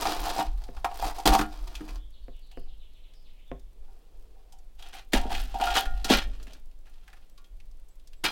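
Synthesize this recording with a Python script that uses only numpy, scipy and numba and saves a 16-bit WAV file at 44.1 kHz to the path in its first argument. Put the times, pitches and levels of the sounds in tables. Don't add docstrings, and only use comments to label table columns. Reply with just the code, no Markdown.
import sys
import numpy as np
from scipy import signal
from scipy.fft import rfft, irfft, next_fast_len
from scipy.io import wavfile
from scipy.ndimage import uniform_filter1d
from numba import njit

SR = 44100
rng = np.random.default_rng(int(sys.argv[2]) if len(sys.argv) > 2 else 0)


def put_to_file(sound):
    columns = np.atleast_2d(sound).T
    safe = np.clip(columns, -1, 1)
    whole_steps = np.round(safe * 32767)
    wavfile.write(sys.argv[1], SR, whole_steps.astype(np.int16))


N = 366471

# (start [s], scoop damping [1/s], stove or bucket damping [1/s],
#   grit on the bare rim against the drag [dB], grit on the stove or bucket against the drag [dB])
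WORK_STAGES = [(0, 127, 22, -27, -36.5), (.5, 118, 40, -33.5, -44), (1.25, 57, 3.4, -36, -63),
               (1.43, 21, 8.2, -34, -34), (4.75, 37, 4, -29.5, -52), (5.13, 140, 12, -22.5, -48),
               (5.2, 57, 6.3, -31, -36.5), (5.53, 29, 7.4, -27, -52.5), (5.821, 7.3, 4, -35, -32.5),
               (6.1, 160, 4, -17, -43), (6.25, 43, 4.1, -29, -20), (6.8, 53, 4, -26, -49),
               (7.37, 6.6, 4.7, -35, -50), (8.229, 73, 9.6, -16.5, -49)]
# (from [s], until [s])
OVER_BUCKET = (4.7, 7.6)


def shovelling():
    t = np.arange(N) / SR
    in_bucket = (t > OVER_BUCKET[0]) & (t < OVER_BUCKET[1])
    since, *settings = np.transpose(WORK_STAGES)
    stage = np.clip(np.searchsorted(since, t) - 1, 0, None)
    scoop_damping, vessel_damping, rim_db, vessel_db = np.array(settings)[:, stage]
    crackle, on_rim, on_blade, on_vessel = drags(in_bucket, rim_db, vessel_db)
    add_blows(crackle, on_rim, on_blade, on_vessel)
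    add_ember_ticks(crackle)
    return (crackle + scoop(on_blade, on_rim, scoop_damping)
            + stove_and_bucket(on_vessel, in_bucket, vessel_damping))


# (start [s], length [s], grit [dB], push on the scoop before a cut [dB])
DRAGS = [(-.03, .13, -33, -34), (0.109, .32, -37.5, -19.5), (0.486, 0.42, -59.5, -47),
         (0.888, 0.11, -51.5, -41), (0.941, .06, -47.5, -43), (1.009, .08, -37, -22.5),
         (1.141, 0.065, -42.5, -39), (1.254, 0.012, -17.5, -25), (1.323, 0.03, -25.5, -21.5),
         (1.381, 0.036, -38, -27.5), (1.479, 0.48, -53, -73), (3.8, 0.84, -76, -72),
         (4.779, 0.12, -56, -58.5), (4.924, 0.069, -50, -62.5), (5.12, 0.044, -33, -15),
         (5.19, 0.095, -54, -28.5), (5.291, 0.14, -41, -50.5), (5.473, .14, -49.5, -42),
         (5.605, 0.14, -38.5, -24.5), (5.739, 0.057, -29, -35), (5.838, 0.19, -56.5, -53),
         (6.045, 0.068, -40.5, -38.5), (6.095, 0.052, -23, -17.5), (6.219, 0.35, -63.5, -71),
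         (6.85, 0.41, -71, -87), (8.236, 0.019, -28, -36)]
DRAG_ATTACK_S, DRAG_RELEASE_S = .008, 0.024
# (pitch [Hz], relative level [dB per Hz])
STOVE_ASH = [(180, -44), (300, -8.5), (546, -13.5), (737, -2.5), (1840, -19.5), (4910, -16.5), (6620, -24),
             (14500, -31.5), (16000, -31)]
# (pitch [Hz], relative level [dB per Hz])
BUCKET_ASH = [(180, -35), (300, -15.5), (565, -19.5), (787, -7.5), (1010, -21), (1360, -14), (2170, -19),
              (2880, -12), (16000, -39.5)]
CINDER_DB, CINDERS_PER_S = -12.5, 250
EMBER_DB, EMBERS_PER_S = -80.5, 35


def drags(in_bucket, rim_db, vessel_db):
    start, length, grit_db, blade_db = np.transpose(DRAGS)
    grit = swells(start, length, grit_db, DRAG_ATTACK_S, DRAG_RELEASE_S)
    blade = swells(start, length, blade_db, DRAG_ATTACK_S, DRAG_RELEASE_S)
    slips = stick_slip(120, .005, 1.)
    ash = grains(9000, 1.1)
    ash = np.where(in_bucket, unit(colour(ash, BUCKET_ASH)), unit(colour(ash, STOVE_ASH)))
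    cinders = undb(CINDER_DB) * snaps(CINDERS_PER_S, 4, 0.00069)
    embers = undb(EMBER_DB) * snaps(EMBERS_PER_S, 3, .004)
    crackle = grit * (slips * ash + cinders) + embers
    on_rim = undb(rim_db) * grit * slips * grains(1700, 1.2)
    on_blade = undb(-35.5) * blade * slips * grains(1200, 3.3)
    on_vessel = undb(vessel_db) * grit * grains(400, 1.2)
    return crackle, on_rim, on_blade, on_vessel


# (time [s], crack level [dB], crack centre [Hz], scoop push before a boost [dB],
#   stove or bucket push before a boost [dB], clink against crack before a boost [dB], clink centre [Hz])
BLOWS_OF_SCOOP = [(0.0538, -16, 1220, -16, -39.5, 0, 1250), (0.2664, -29, 1300, -21.5, -45, 1, 1320),
                  (0.3895, -30, 1390, -13, -29.5, 4, 1070), (0.4054, -27.5, 1160, -17, -74, 12, 1180),
                  (0.7667, -35.5, 1100, -41, -58, 2, 1050), (0.8445, -13.5, 1060, -16, -38.5, 0, 1120),
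                  (0.9133, -37, 1130, -30, -59, 7, 1150), (1.0251, -26.5, 1137, -18.5, -43, -4.5, 1180),
                  (1.047, -23.5, 1205, -29, -36, -1.5, 1170), (1.0974, -24.5, 1322, -36.5, -52, -9, 1307),
                  (1.1834, -37, 5960, -25, -51, -4.5, 1375), (1.256, -17.5, 3615, -15.5, -19.5, -5, 1058),
                  (1.2844, -18.5, 1140, -21, -25.5, -1, 1140), (1.3204, -15.5, 1112, -14, -30, -3.5, 1050),
                  (1.3448, -14.5, 1130, -15.5, -30.5, 2, 1134),
                  (1.3907, -11.5, 1250, -28.5, -23, -19, 1253),
                  (1.4112, -16, 1270, -25.5, -30.5, -3.5, 1310), (1.7519, -29.5, 3350, -63, -69, -11, 2540),
                  (1.8064, -35.5, 1280, -55, -34.5, -35, 1270), (1.8851, -35, 2260, -57, -50, -26, 2160),
                  (2.5134, -43.5, 2980, -60, -78, -21, 2860), (2.6595, -57, 1260, -64.5, -67, -14, 1260),
                  (3.8784, -56, 1396, -59, -74, -13, 1400), (4.3555, -64, 1690, -63, -78, -9, 1080),
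                  (4.5226, -47, 6300, -54, -86.5, -9, 3030), (4.7905, -47, 3760, -63, -71, -16, 1630),
                  (4.8234, -37.5, 3400, -49.5, -78, -2, 3420), (4.9367, -32, 2345, -44, -62, -11.5, 2400),
                  (5.1327, -8, 2310, -30.5, -15.5, -5, 2270), (5.2484, -38, 1370, -40, -30.5, -5, 1370),
                  (5.3038, -36, 2320, -26.5, -43, -14, 2340), (5.3314, -46, 2850, -47, -43, -16, 2850),
                  (5.3477, -27.5, 2450, -40, -46, 8, 2440), (5.5424, -34.5, 2900, -26.5, -41, -20, 2870),
                  (5.5987, -26.5, 1450, -26, -38, -3, 1450), (5.6121, -22.5, 2690, -16.5, -58, -1.5, 2660),
                  (5.6461, -31.5, 1366, -29, -50.5, -5, 1380), (5.6694, -25.5, 1400, -21.5, -57, 2.5, 1400),
                  (5.7624, -11, 1483, -21, -42, -10.5, 1447), (5.8541, -23, 1410, -47, -46.5, -14, 1423),
                  (6.0444, -19.5, 4370, -38, -37, -11, 1384), (6.1005, -13, 3190, -15, -12.5, -5.5, 3203),
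                  (6.4682, -38.5, 2040, -72, -52, -23, 2030), (6.8678, -46.5, 1670, -64, -84, -8, 1660),
                  (7.0778, -38, 1700, -58, -78, -19, 1650), (7.1297, -37.5, 1600, -57, -76, -26, 1570),
                  (7.1676, -45.5, 1605, -84, -81, -19, 1630), (7.3766, -47, 4070, -84, -80, -4, 1133),
                  (7.4425, -50, 3200, -81, -70, -13, 3270), (8.2397, -11, 2230, -40, -33, -10, 2100)]
BLOW_T60_S = .07
SNAP_RISE_S = .0006


def add_blows(crackle, on_rim, on_blade, on_vessel):
    rim_contact_s, blade_contact_s, vessel_contact_s = .0001, .0004, .001
    chatter = .015
    for s, crack_db, crack_hz, blade_db, vessel_db, clink_db, clink_hz in BLOWS_OF_SCOOP:
        add(crackle, s, crack(crack_db, crack_hz, BLOW_T60_S, SNAP_RISE_S))
        add(on_rim, s, undb(crack_db + clink_db + 3) * clink(rim_contact_s, clink_hz))
        add(on_blade, s, undb(blade_db + 4) * push(blade_contact_s, chatter))
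        add(on_vessel, s, undb(vessel_db + 2.5) * push(vessel_contact_s, chatter))


# (time [s], level [dB], centre [Hz])
EMBER_TICKS = [(0.638, -38.5, 4000), (1.6746, -36.5, 4000), (3.1358, -47.5, 3160), (3.595, -53.5, 5700),
               (4.586, -52, 6100), (6.428, -41.5, 5230), (6.5324, -38.5, 4560), (6.7126, -52, 2800),
               (6.9381, -52, 3460), (7.6008, -45, 2670), (7.7124, -57, 4970), (7.886, -57, 7560),
               (7.996, -52, 3380), (8.073, -45, 5380), (8.1314, -42, 2690)]
TICK_T60_S = 0.047


def add_ember_ticks(crackle):
    for s, db, hz in EMBER_TICKS:
        add(crackle, s, crack(db, hz, TICK_T60_S, SNAP_RISE_S))


# (pitch [Hz], relative level [dB], 60 dB fade without added damping [s])
BLADE_MODES = [(716, -7, 1.1), (746, -8, .3), (777, 0, .75), (800, -7, .25), (830, -10, .2), (871, -10, .2),
               (936, -11, .2)]
# (pitch [Hz], relative level [dB], 60 dB fade without added damping [s])
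RIM_MODES = [(1080, -6, .2), (1147, -6, .36), (1310, -5, .4), (1414, 0, .5), (1620, -3, .35),
             (1857, -3, 1.0), (2060, -6, .17), (2326, -2, .2), (2420, -4, .25), (2541, -5, .15),
             (2665, -5, .2), (2855, -2, .25), (2988, -3, .27), (3220, -4, .2), (3320, -3, .25),
             (3690, 0, .18), (4086, -3, .11), (4390, -4, .15), (4900, -5, .17), (5260, -7, .15),
             (5900, -10, .12), (6250, -11, .12)]
BLADE_GRIP = .6


def scoop(on_blade, on_rim, damping):
    bending = body(band(on_blade, 920, 800), BLADE_MODES, BLADE_GRIP * damping)
    return bending + body(on_rim, RIM_MODES, damping)


# (pitch [Hz], relative level [dB], 60 dB fade without added damping [s])
STOVE_MODES = [(125, -10, .2), (165, -11, .2), (215, -11, .4), (270, -14, .2), (307, 0, .6), (400, -13, .2),
               (470, -14, .2)]
# (pitch [Hz], relative level [dB], 60 dB fade without added damping [s])
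BUCKET_MODES = [(170, -7, .15), (213, -2, .16), (259, -1, .16), (320, 0, .14), (390, -5, .14),
                (450, -5, .14), (560, -9, .3), (626, -7, .18)]


def stove_and_bucket(force, in_bucket, damping):
    stove = body(force * ~in_bucket, STOVE_MODES, damping)
    return stove + body(force * in_bucket, BUCKET_MODES, damping)


# (time [s], base level [dB], tick pitch [Hz], contact [s])
BOARD_KNOCKS = [(.689, -33.5, 500, 0.0011), (2.283, -36, 523, 0.0011), (2.574, -31.5, 494, 0.0011),
                (3.516, -25, 550, 0.00094)]
# (pitch [Hz], relative level [dB], 60 dB fade [s])
PLANK_MODES = [(152.6, 5.5, 0.21), (260, 10, 0.09), (389, 6, 0.17), (679, 11, 0.077), (1080, 12, 0.054)]


def knocks():
    ticks, force = np.zeros(N), np.zeros(N)
    t = np.arange(int(.03 * SR)) / SR
    for s, db, hz, contact in BOARD_KNOCKS:
        add(ticks, s, undb(db) * np.sin(2 * np.pi * hz * t) * np.exp(-t / 0.0032))
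        add(ticks, s, undb(db + 16.5) * band(push(contact / 3, 0), 3 * hz, 4 * hz))
        add(force, s, undb(db - 3.5) * push(contact, 0))
        add(force, s + 0.013, undb(db - 23) * push(contact, 0))
    return ticks + body(force, PLANK_MODES, 0.)


# (time [s], level [dB])
BOARD_JOLTS = [(-.05, -36), (.17, -36), (0.448, -30.5), (.75, -35), (1.019, -37.5), (1.262, -25.5),
               (1.598, -37), (1.87, -38.5), (2.2, -44.5), (2.571, -40), (3.5, -43), (3.75, -49.5),
               (4.1, -53), (4.75, -52.5), (5.14, -24), (5.319, -32), (5.622, -36.5), (5.852, -26.5),
               (6.118, -29), (7.5, -44), (8.22, -46)]
JOLT_RISE_S, JOLT_HOLD_S, JOLT_FADE_S = 0.016, .06, 0.12
# (pitch [Hz], width [Hz], relative level [dB])
BOARD_MODES = [(36.15, 9, 3.5), (42, 8.9, -2), (57.5, 16, -31.5)]
BOARDS_REST_DB, SWAY_REST_DB = -57, -43.5
SWAY_DB = -2.5


def rumble():
    s, db = np.transpose(BOARD_JOLTS)
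    jolts = swells(s, np.full(len(s), JOLT_HOLD_S), db, JOLT_RISE_S, JOLT_FADE_S)
    shake = np.zeros(N)
    for hz, width, level_db in BOARD_MODES:
        deep = band(band(rng.standard_normal(N), hz, width), hz, 2 * width)
        shake += undb(level_db) * unit(deep)
    sway = band(band(band(rng.standard_normal(N), 12, 9.9), 12, 9.9), 21, 20)
    shake_level = jolts + undb(BOARDS_REST_DB)
    sway_level = undb(SWAY_DB) * jolts + undb(SWAY_REST_DB)
    return shake_level * unit(shake) + sway_level * unit(sway)


# (time [s], length [s], start pitch [Hz], end pitch [Hz], level before the echoes [dB])
FINCH_NOTES = [(1.961, 0.078, 3070, 3800, -70.5), (2.045, 0.083, 3590, 2950, -103),
               (2.12, 0.038, 4380, 2560, -66.5), (2.214, 0.038, 4780, 3900, -75),
               (2.3, 0.07, 3950, 2230, -70), (2.392, 0.09, 4710, 3500, -72.5),
               (2.49, 0.063, 3265, 2440, -70), (2.56, 0.042, 5180, 4000, -71.5),
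               (2.672, 0.029, 4180, 2420, -66.5), (2.78, 0.064, 4040, 2240, -68.5),
               (2.903, 0.097, 4160, 2050, -72.5), (3.017, 0.052, 4145, 2065, -70),
               (3.123, 0.067, 5480, 4280, -74), (3.23, 0.064, 4310, 1880, -70),
               (3.357, 0.066, 2180, 3760, -72.5), (3.458, 0.019, 3280, 3840, -68),
               (7.27, 0.078, 7500, 8160, -82), (7.9, 0.025, 7650, 8050, -68.5),
               (8.144, 0.065, 7600, 8000, -75)]


def finch():
    song, calls = np.zeros(N), np.zeros(N)
    for s, length, start_hz, end_hz, db in FINCH_NOTES:
        u = np.linspace(0, 1, int(length * SR))
        buzz_hz = 0.24 * abs(end_hz - start_hz) * np.sin(2 * np.pi * 140 * length * u)
        hz = start_hz + (end_hz - start_hz) * u ** 1.3 + buzz_hz
        whistle = np.sin(2 * np.pi * np.cumsum(hz) / SR)
        note = undb(db) * np.sin(np.pi * u) ** 1.5 * whistle
        add(calls if start_hz > 6500 else song, s, note)
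    return echoes(song, .7, .6, 11) + echoes(calls, .2, .15, 0)


# (pitch [Hz], relative level [dB per Hz])
AIR_TONE = [(47, -30.5), (80, -6.5), (109, -9), (242, -12), (515, -13.5), (1530, -27), (3390, -25.5),
            (6170, -31), (13400, -33.5), (16000, -32.5)]
AIR_DB = -68
RUSH_S, RUSH_LENGTH_S, RUSH_EDGE_S, RUSH_DB = 3.72, .75, 0.022, -70.5


def air():
    rush = unit(band(band(rng.standard_normal(N), 444, 140), 413, 300))
    swell = swells([RUSH_S], [RUSH_LENGTH_S], [RUSH_DB], RUSH_EDGE_S, RUSH_EDGE_S)
    still = unit(colour(rng.standard_normal(N), AIR_TONE))
    return undb(AIR_DB + 0.48 * walk(10.0)) * still + swell * undb(1.6 * walk(18)) * rush


def push(length, chatter):
    t = np.arange(int(.02 * SR)) / SR
    force = np.sin(np.pi * np.minimum(t / length, 1))
    return force / np.sum(force) + chatter * rng.standard_normal(len(t)) * np.exp(-t / 0.0052)


def clink(length, hz):
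    force = push(length, .04)
    return band(force, hz, .12 * hz) + .15 * force


def crack(db, hz, t60, rise):
    noise = burst(t60, rise)
    return undb(db) * (2.22 * band(noise, hz, 0.54 * hz) + 0.1 * band(noise, 7000, 10000))


def burst(t60, rise):
    t = np.arange(int(.25 * SR)) / SR
    envelope = (1 - np.exp(-t / rise)) * 10 ** (-3 * t / max(t60, .004))
    return rng.standard_normal(len(t)) * envelope / 2


def grains(rate, scatter_db):
    hit = rng.random(N) < rate / SR
    size = np.minimum(rng.exponential(size=N), 3)
    return unit(hit * rng.standard_normal(N) * undb(scatter_db * size))


def snaps(rate, scatter_db, fade):
    puffs = signal.lfilter([1], [1, -np.exp(-1 / (fade * SR))], np.abs(grains(rate, scatter_db)))
    return unit(band(puffs * rng.standard_normal(N), 8000, 17000))


def stick_slip(rate, fade, steady):
    jerks = (rng.random(N) < rate / SR) * np.minimum(rng.exponential(size=N), 3)
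    fading_jerks = signal.lfilter([1], [1, -np.exp(-1 / (fade * SR))], jerks)
    return unit(steady + unit(fading_jerks))


def swells(starts, lengths, dbs, attack, release):
    out = np.zeros(N)
    for s, length, db in zip(starts, lengths, dbs):
        t = np.maximum(np.arange(N) / SR - s, 0)
        fade = np.exp(-np.maximum(t - length, 0) / release)
        out = out + undb(db) * (1 - np.exp(-t / attack)) * fade
    return out


def walk(rate):
    k = int(SR / rate)
    steps = np.repeat(rng.standard_normal(N // k + 1), k)
    return 0.4 * uniform_filter1d(steps, k)[:N]


@njit
def ring(x, poles, gains, loss):
    y = np.zeros(len(x))
    for m in range(len(poles)):
        z = 0j
        for i in range(len(x)):
            z = z * poles[m] * loss[i] + x[i]
            y[i] += gains[m] * z.imag
    return y


def body(x, modes, damping):
    hz, db, t60 = np.transpose(modes)
    poles = np.exp((2j * np.pi * hz - np.log(1000) / t60) / SR)
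    loss = np.exp(-np.clip(damping, 0, None) * np.ones(N) / SR)
    gains = (-1) ** np.arange(len(hz)) * undb(db) / np.sqrt(np.sum(undb(2 * db)))
    return ring(x + 1e-18, poles, gains, loss)


def band(x, hz, width):
    return signal.lfilter(*signal.iirpeak(min(hz, .45 * SR), hz / width, SR), x)


def colour(x, points):
    hz, db = np.transpose(points)
    size = next_fast_len(N)
    f = np.arange(size // 2 + 1) * SR / size + 1
    gain = undb(np.interp(np.log(f), np.log(hz), db))
    return irfft(rfft(x, size) * gain, size)[:N]


def echoes(x, t60, treble_t60, wet_db):
    t = np.arange(int(.8 * SR)) / SR
    noise = rng.standard_normal((2, len(t)))
    low = band(noise[0], 340, 2100) * 10 ** (-3 * t / t60)
    bright = 0.64 * noise[1] * 10 ** (-3 * t / treble_t60)
    tail = (low + bright) * (1 - np.exp(-t / 0.00078))
    return x + undb(wet_db) * signal.fftconvolve(x, tail / np.sqrt(np.sum(tail ** 2)))[:N]


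def add(track, s, sound):
    i = int(s * SR)
    track[i:i + len(sound)] += sound[:N - i]


def undb(db):
    return 10 ** (np.asarray(db) / 20)


def unit(x):
    return x / np.sqrt(np.mean(x ** 2))


def scene():
    room = echoes(shovelling() + knocks(), .2, .14, -12)
    return (room + rumble() + finch() + air())[None]


TOP_HZ = 15900


def record(dry):
    return signal.sosfilt(signal.ellip(8, .2, 60, TOP_HZ, fs=SR, output="sos"), dry)


dry = scene()
out = record(dry)
put_to_file(out)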